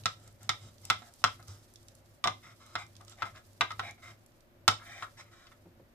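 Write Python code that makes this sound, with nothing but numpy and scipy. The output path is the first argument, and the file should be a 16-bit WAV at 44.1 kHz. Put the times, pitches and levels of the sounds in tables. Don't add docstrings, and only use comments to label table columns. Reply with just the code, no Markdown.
import sys
import numpy as np
from scipy import signal
from scipy.fft import rfft, irfft, next_fast_len
from scipy.io import wavfile
from scipy.ndimage import uniform_filter1d

SR = 44100
rng = np.random.default_rng(int(sys.argv[2]) if len(sys.argv) > 2 else 0)


def wrap_up_sound(samples):
    columns = np.atleast_2d(samples).T
    tamed = np.clip(columns, -1, 1)
    steps = np.round(tamed * 32767).astype(np.int16)
    wavfile.write(sys.argv[1], SR, steps)


N = 262306

# f/Hz, relative level/dB
ROOM_TONE = [(12, -23.5), (20, -2), (49, -6), (101, -5.5), (203, -18), (345, -22.5), (419, -25), (539, -20),
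             (866, -23), (1690, -24.5), (9300, -43), (13700, -32.5), (15800, -50.5)]
# f/Hz, width/Hz, level/dB
APPLIANCES = [(239, 42, -71.5), (346.2, 12, -73), (576, 76, -72)]
# f/Hz, t60/s
WALL_DECAY = [(300, 0.18), (1100, 0.12), (3000, 0.23), (8000, 0.2)]
# t/s, level/dB, f/Hz, level of the knock on top/dB
BUMPS = [(1.483, -37, 97.6, -54.5), (5.655, -48, 173, -49.5), (5.792, -52, 190, -48)]
# t of the top/s, length/s, drone level/dB
PUSHES = [(0.0, 0.23, -52), (0.27, 0.15, -55), (0.464, 0.12, -54), (0.665, 0.11, -52), (0.864, 0.14, -60),
          (0.993, 0.11, -59), (1.387, 0.18, -59.5), (1.556, 0.14, -56), (1.958, 0.38, -68),
          (2.497, 0.246, -63.5), (2.936, 0.3, -61), (3.146, .1, -68), (3.35, 0.13, -59.5),
          (3.559, 0.2, -69), (3.778, .1, -56), (3.877, 0.13, -56), (4.085, 0.17, -60),
          (4.266, 0.108, -77.5), (4.598, 0.097, -65.5), (4.953, 0.23, -64), (5.197, 0.22, -68),
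          (5.727, 0.24, -66.5)]
# f/Hz, relative level/dB
RUSTLE_SPECTRUM = [(1530, -39.5), (2600, -15.5), (3180, -6.5), (4810, -3), (8450, -6), (14000, -11.5),
                   (14900, -26.5), (15300, -40.5)]
# t/s, crust gain/dB
SAWING_GAIN = [(0.0, -66), (0.21, -71.5), (0.79, -70), (1.44, -65), (1.54, -66.5), (2.02, -73),
               (2.47, -72.5), (3.23, -70), (3.36, -70), (3.61, -71.5), (3.78, -66), (4.32, -79),
               (4.72, -86), (4.85, -64.5), (5.15, -71), (5.33, -80), (5.51, -75), (5.95, -85.5)]
# t/s, level/dB, f/Hz, left minus right/dB
SNAPS = [(0.0365, -39.5, 3500, 3), (0.199, -51, 8000, 4), (0.277, -42, 6500, 1), (0.431, -39, 8550, 7),
         (0.782, -57, 5450, -25), (0.817, -50, 8960, 7), (0.852, -28, 7040, 2.5), (0.8703, -51, 3800, 7),
         (1.138, -42.5, 7000, 0.3), (1.427, -44, 5154, 0), (1.482, -37, 5610, 2), (1.738, -43.5, 8670, 4),
         (1.7581, -38, 4758, -1), (1.83, -56, 7120, -15), (1.884, -38, 5410, -0.5),
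         (1.9513, -43.5, 8200, 1.5), (2.663, -44.5, 7200, 1), (2.8653, -49, 5900, -7),
         (2.9537, -48.5, 4324, -13), (2.966, -40, 5100, -2), (3.012, -51, 5300, -14.5),
         (3.049, -48, 7090, -5), (3.081, -40.5, 4700, -4), (3.0969, -44.5, 7050, -13),
         (3.1237, -44.5, 3380, -3), (3.3602, -42.5, 3920, 4), (3.5319, -51, 8700, -5),
         (3.7179, -34, 4070, -5), (3.91, -39.5, 6440, -2), (4.262, -46, 8238, 1.5), (4.32, -57, 5140, -2),
         (4.4062, -53.5, 5190, -13.5)]
# f/Hz, relative level/dB, t60/s
DISH_MODES = [(745.3, -8, 0.23), (825.5, -12, 0.17), (947.2, -8, 0.16), (990, -7, 0.16), (1088, -9, 0.19),
              (1221.5, 4, 0.099), (1289, 10, 0.06), (1480, -0.5, 0.06), (1591, -5.5, 0.11),
              (1908, -5, 0.12), (2075, -6.5, 0.28), (2280, -8.5, 0.15), (2452, -8.5, 0.11),
              (2933, -16, 0.21), (3120, -12, 0.15), (3280, -20, 0.43), (3480, -5.5, 0.12), (3530, -3, 0.11),
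              (3777, -1, 0.11), (4050, -5.5, 0.098), (4065, -8.5, 0.044), (4750, -19.5, 0.036),
              (5100, -5.5, 0.13), (5980, -9.5, 0.086), (5370, -10, 0.1), (6460, -22.5, .13),
              (7494, -10, 0.13), (9400, -18, 0.15)]
BANDS_HZ = [700, 1300, 2200, 4000, 7500, 12000]
BLOW_SHARE_DB = [0, -1, -6, -2.5, -8, -27.5]
# t/s, length/s, gain/dB, swell/dB, dull rasp/dB, 2 kHz modes/dB, bright rasp/dB
STROKES = [(0.16, 0.12, -76.5, 6, 0, -6, 8.5), (0.4, 0.049, -70, 4, 1.5, -9.5, 8.5),
           (0.602, 0.086, -68.5, -1.5, -1, -7, 11.5), (0.827, 0.067, -70.5, -1.5, 0.3, -6, 12.5),
           (0.989, 0.1, -68.5, 1.5, 1, -8, 1), (1.115, 0.067, -85, 0.3, -7, -1, 9),
           (1.389, 0.039, -53, -12, -7, -12, -22), (1.47, 0.14, -61, -17, -5.5, -10, 9.5),
           (2.424, 0.098, -60.5, -4, -9.5, 3.5, 2), (2.594, .15, -65, 1.5, -13, -8, 2),
           (2.778, 0.052, -49, -10.5, -6, 4.5, 2), (2.993, 0.019, -62, -5.5, 4, -20, -13),
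           (3.066, 0.056, -69, 8.5, -8, -16, 7.5), (3.171, 0.055, -64, 5.5, 4, 3, -2),
           (3.244, 0.041, -48, -6.5, -1.8, -2.5, -6), (3.338, 0.04, -61.5, 5.5, -3, 0, -3),
           (3.661, 0.05, -55, -13, -2, 2, -14), (3.701, 0.01, -38.5, -3.5, -20, -23, -10),
           (3.818, 0.081, -60.5, 0.5, 6.5, 12, 3), (3.971, 0.023, -70.5, -2.2, 5.5, 8, -3),
           (4.017, 0.097, -62, -2.5, -1.5, 8, 6), (4.789, 0.049, -56, 0, -15, -10, -22),
           (4.849, 0.17, -60.5, 3, -3, 6.5, 1.5), (5.019, 0.026, -40.5, -4.5, -15, -15, -12),
           (5.166, 0.046, -62.5, 5.5, -19, 2, 5), (5.248, 0.035, -67, -4, -16, 2, -4),
           (5.309, 0.16, -65, -2.5, -9, -1.5, 2), (5.51, 0.014, -58, -8.5, -6, 3.5, -16.5)]
# t/s, level/dB, low modes/dB, hardness/(dB per octave), boom/dB, left minus right/dB
KNOCKS = [(0.057, -14, -14, 2, -40.5, -1), (0.492, -14, -6, 2.5, -40.5, -0.5),
          (0.9, -10, -6.5, 1.5, -39.5, -2), (1.02, -44, 10, -0.5, -84.5, -11.5),
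          (1.218, -53, 2, 1.5, -54, -5), (1.24, -8, -12, 1.34, -37.5, -0.5),
          (2.24, -15, -10.5, 0, -43.5, -2), (2.256, -20, 14.5, -3.5, -40.5, 2.5),
          (2.273, -15.5, -3, 0, -37.5, -1), (2.754, -20, -5.5, -1.5, -45, -2),
          (3.008, -45.5, -1, -7, -60, 6), (3.221, -20, -21, -3.5, -50, 4.5),
          (3.228, -28.5, -10, -9, -43, -6), (3.609, -11, -8.5, -3, -40.5, 0),
          (3.706, -31, -34, -2.5, -52.5, 1.5), (3.794, -21, 0, -2.5, -49, -1.5),
          (4.679, -5.5, -1.5, 4, -31.5, -1), (5.024, -28, -15, -6, -54, -0.5),
          (5.469, -46.5, -18, 2, -76.5, 3), (5.517, -49.5, -10, -8, -65, -5)]
# f/Hz, left minus right/dB
SIDE_BIAS = [(250, 0), (500, 0), (1500, 2.9), (4000, -3.5), (10000, -3.5)]

ROOM_TONE_DB, DRONE_REST_DB = -65.5, -69.5
WORKTOP_HZ, WORKTOP_UPPER_HZ, WORKTOP_T60_S = 103, 145.4, 0.26
STROKE_ATTACK_S, STROKE_T60_S = 0.013, 0.094
BOUNCE_S, BOUNCE_DB = 0.0068, -4.5
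CAMERA_TOP_HZ = 15200


def undb(db):
    return 10 ** (np.asarray(db) / 20)


def rms(x):
    return np.sqrt(np.mean(x ** 2))


def level(x, db):
    return x * undb(db) / rms(x)


def fade(t, t60):
    return np.exp(-np.log(1000) * t / t60)


def colour(x, table):
    hz, db = np.transpose(table)
    n = next_fast_len(x.shape[-1])
    f = np.maximum(np.fft.rfftfreq(n, 1 / SR), 1)
    gain = undb(np.interp(np.log(f), np.log(hz), db))
    return irfft(rfft(x, n) * gain, n)[..., :x.shape[-1]]


def band(x, hz, width):
    return signal.lfilter(*signal.iirpeak(hz, hz / width, fs=SR), x)


def wander(rate, size=N):
    hold = int(SR / rate)
    steps = np.repeat(rng.standard_normal(size // hold + 1), hold)
    return 1.1 * uniform_filter1d(steps, hold)[:size]


def grit(spread_db, channels, size=N):
    return rng.standard_normal((channels, size)) * undb(spread_db * np.minimum(rng.exponential(size=size), 4))


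def add(out, start, sound, pan_db=0):
    i = int(start * SR)
    n = min(sound.shape[-1], N - i)
    out[:, i:i + n] += sound[..., :n] * undb(np.array([[pan_db], [-pan_db]]) / 2)


def kitchen():
    mid, side = colour(rng.standard_normal((2, N)), ROOM_TONE)
    side = colour(side, [(40, -13.5), (100, -7.5), (300, 6), (1000, 1.5)])
    air = level(np.array([mid + side, mid - side]), ROOM_TONE_DB)
    hum = sum(level(band(rng.standard_normal(N), hz, width), db) * undb(0.83 * wander(9.1))
              for hz, width, db in APPLIANCES)
    return air + hum


def wall_echoes(x, wet_db):
    t = np.arange(SR // 3) / SR
    tail = sum(band(rng.standard_normal((2, len(t))), hz, hz) * fade(t, t60) / np.sqrt(hz * t60)
               for hz, t60 in WALL_DECAY)
    tail *= t > 0.004
    tail /= np.sqrt(np.sum(tail ** 2) / 2)
    return undb(wet_db) * signal.oaconvolve(x, tail, axes=1)[:, :N]


def bumps():
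    out, t = np.zeros((2, N)), np.arange(SR // 3) / SR
    for start, db, hz, knock_db in BUMPS:
        low = undb(db) * np.sin(2 * np.pi * hz * t) * fade(t, 25 / hz)
        knock = band(band(rng.standard_normal(len(t)), 320, 400), 314, 405)
        knock = level(knock, knock_db) * fade(t, 0.092)
        add(out, start, (low + knock) * (1 - fade(t, 0.043)))
    return out


def worktop_drone():
    t = np.arange(N) / SR
    cycles = np.cumsum(WORKTOP_HZ + 4 * wander(25)) / SR
    rumble = 0.89 * level(band(rng.standard_normal(N), WORKTOP_HZ, 25), -3.2)
    pushes = sum(undb(db) * np.exp(-(2 * (t - top) / length) ** 2) for top, length, db in PUSHES)
    return level(np.sin(2 * np.pi * cycles) + rumble, 0) * (undb(DRONE_REST_DB) + pushes)


def worktop_boom():
    t = np.arange(SR // 4) / SR
    low = fade(t, WORKTOP_T60_S) * np.sin(2 * np.pi * WORKTOP_HZ * t)
    noise = rng.standard_normal((3, len(t)))
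    rattle = level(band(noise[0] + 0.4 * noise[1:], WORKTOP_UPPER_HZ, 160), -1.5)
    return (1 - fade(t, 0.024)) * (low + 0.72 * fade(t, 0.18) * rattle)


def crackle(per_s=70, spread_db=3):
    out = 0
    for hz in (4500, 6500, 9000, 12000):
        breaks = (rng.random(N) < per_s / SR) * undb(spread_db * rng.exponential(size=N))
        envelope = signal.lfilter([1], [1, -fade(1 / SR, 0.016)], breaks)
        out += level(band(envelope * rng.standard_normal((2, N)), hz, hz / 2), 0)
    return out


def sawing():
    t = np.arange(N) / SR
    crumbs = grit(3.6, channels=2) * undb(3.5 * np.clip(wander(56), -2, 2))
    crust = level(colour(crumbs, RUSTLE_SPECTRUM), 0.26) + level(crackle(), -5.5)
    return crust * undb(np.interp(t, *np.transpose(SAWING_GAIN)))


def snaps():
    out, t = np.zeros((2, N)), np.arange(1024) / SR
    for start, db, hz, pan_db in SNAPS:
        burst = rng.standard_normal((2, len(t))) * fade(t, 0.016)
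        burst = band(band(burst, hz, hz), hz, hz)
        nominal_peak = 3.5 * rms(burst[:, :100])
        add(out, start, burst * undb(db) / nominal_peak, pan_db)
    return out


def dish(share_db, t60_scale, linger=0.094, lag_s=0.00008, detune=0.0065, split_hz=30, size=SR // 6):
    hz, db, t60 = np.transpose(DISH_MODES)[:, :, None]
    t = np.arange(size) / SR
    gain_draw, pitch_draw, phase_draw, split_draw, beat_draw = rng.standard_normal((5, len(hz), 1))
    hz = hz * (1 + detune * pitch_draw)
    gain = undb(db + np.interp(np.log(hz), np.log(BANDS_HZ), share_db) + 1.5 * gain_draw)
    gain[1::2] *= -1
    decay = fade(t, t60_scale * t60) + linger * fade(t, t60) * np.minimum(3800 / hz, 1) ** 2
    beat = 1 + 0.55 * np.exp(2j * np.pi * (split_hz * split_draw * t + beat_draw))
    ring = gain * decay * beat * np.exp(2j * np.pi * hz * t)
    shift = 2 * np.pi * hz * lag_s + 0.7 * phase_draw * np.minimum(hz / 3000, 1) ** 2
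    stereo = np.array([ring * np.exp(1j * shift), ring]).sum(1).imag
    return signal.sosfilt(signal.butter(4, 600, "highpass", fs=SR, output="sos"), stereo)


def scraping():
    out = np.zeros((2, N))
    shares_db = [[-30, -9.5, -20, -41.5, -42.5, -39.5],
                 [-36.5, -16.5, -5.5, -20, -43, -45],
                 [-40, -42.5, -22.5, -5, 3.5, -13.5]]
    hiss_spectrum = [(2000, -26), (3000, -1.5), (3900, -12.5), (5000, -2.5), (8000, -5), (12000, -23.5)]
    for start, length, db, swell_db, dull_db, upper_db, bright_db in STROKES:
        t = np.arange(0, length + STROKE_T60_S, 1 / SR)
        teeth = grit(3, channels=1, size=len(t)) * undb(1.6 * wander(50, size=len(t)))
        rings = [dish(share, t60_scale=0.14, linger=0, size=2048) for share in shares_db]
        body, upper, ping = (signal.fftconvolve(teeth, ring)[:, :len(t)] for ring in rings)
        dull = band(band(teeth, 743, 250), 743, 250)
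        hiss = colour(grit(2.6, channels=2, size=len(t)), hiss_spectrum)
        bright = level(hiss, -7) + level(ping, -6)
        rasp = level(body, 0) + level(dull, dull_db) + level(upper, upper_db) + bright * undb(bright_db)
        press = np.minimum(t / STROKE_ATTACK_S, 1) * undb(swell_db * np.minimum(t / length, 1))
        release = fade(np.maximum(t - length, 0), STROKE_T60_S)
        add(out, start, rasp * undb(db) * press * release)
    return out


def blow_share(low_db, hardness):
    share_db = BLOW_SHARE_DB + hardness * np.log2(np.divide(BANDS_HZ, BANDS_HZ[1]))
    share_db[0] = low_db
    share_db[-1] += 0.36 * hardness * abs(hardness)
    return share_db


def crack(share_db, t):
    crack_db = share_db + [3.5, -11, -0.5, -4, -9, -8]
    spectrum = [(500, -55), *zip(BANDS_HZ, crack_db), (16000, share_db[-1] - 13.5)]
    noise = rng.standard_normal((3, len(t)))
    return undb(7) * colour(noise[0] + 2.4 * noise[1:], spectrum) * fade(t, 0.026)


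def knocks():
    blows, booms = np.zeros((2, 2, N))
    t = np.arange(2048) / SR
    for start, db, low_db, hardness, boom_db, pan_db in KNOCKS:
        share_db = blow_share(low_db, hardness)
        chatter = 0.12 * rng.standard_normal(400) * (rng.random(400) < 0.03) * fade(t[:400], 0.02)
        chatter[0] = 1
        chatter[int(BOUNCE_S * SR)] = undb(BOUNCE_DB)
        blow = signal.fftconvolve(dish(share_db, t60_scale=0.22), chatter[None])
        blow[:, :len(t)] += crack(share_db, t)
        blow[:, :len(t)] *= 1 - fade(t, 0.002)
        nominal_peak = 3 * rms(blow[:, :400])
        add(blows, start, blow * undb(db) / nominal_peak, pan_db)
        add(booms, start, undb(boom_db) * worktop_boom())
    return blows, booms


def scene():
    blows, booms = knocks()
    sharp = blows + snaps() + scraping()
    near = sharp + wall_echoes(sharp, wet_db=-10) + sawing() + worktop_drone()
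    left = colour(near[0], [(hz, db / 2) for hz, db in SIDE_BIAS])
    right = colour(near[1], [(hz, -db / 2) for hz, db in SIDE_BIAS])
    return np.array([left, right]) + booms + bumps() + kitchen()


def record(dry):
    return signal.sosfilt(signal.ellip(8, 0.2, 80, CAMERA_TOP_HZ, fs=SR, output="sos"), dry)


dry = scene()
out = record(dry)
wrap_up_sound(out)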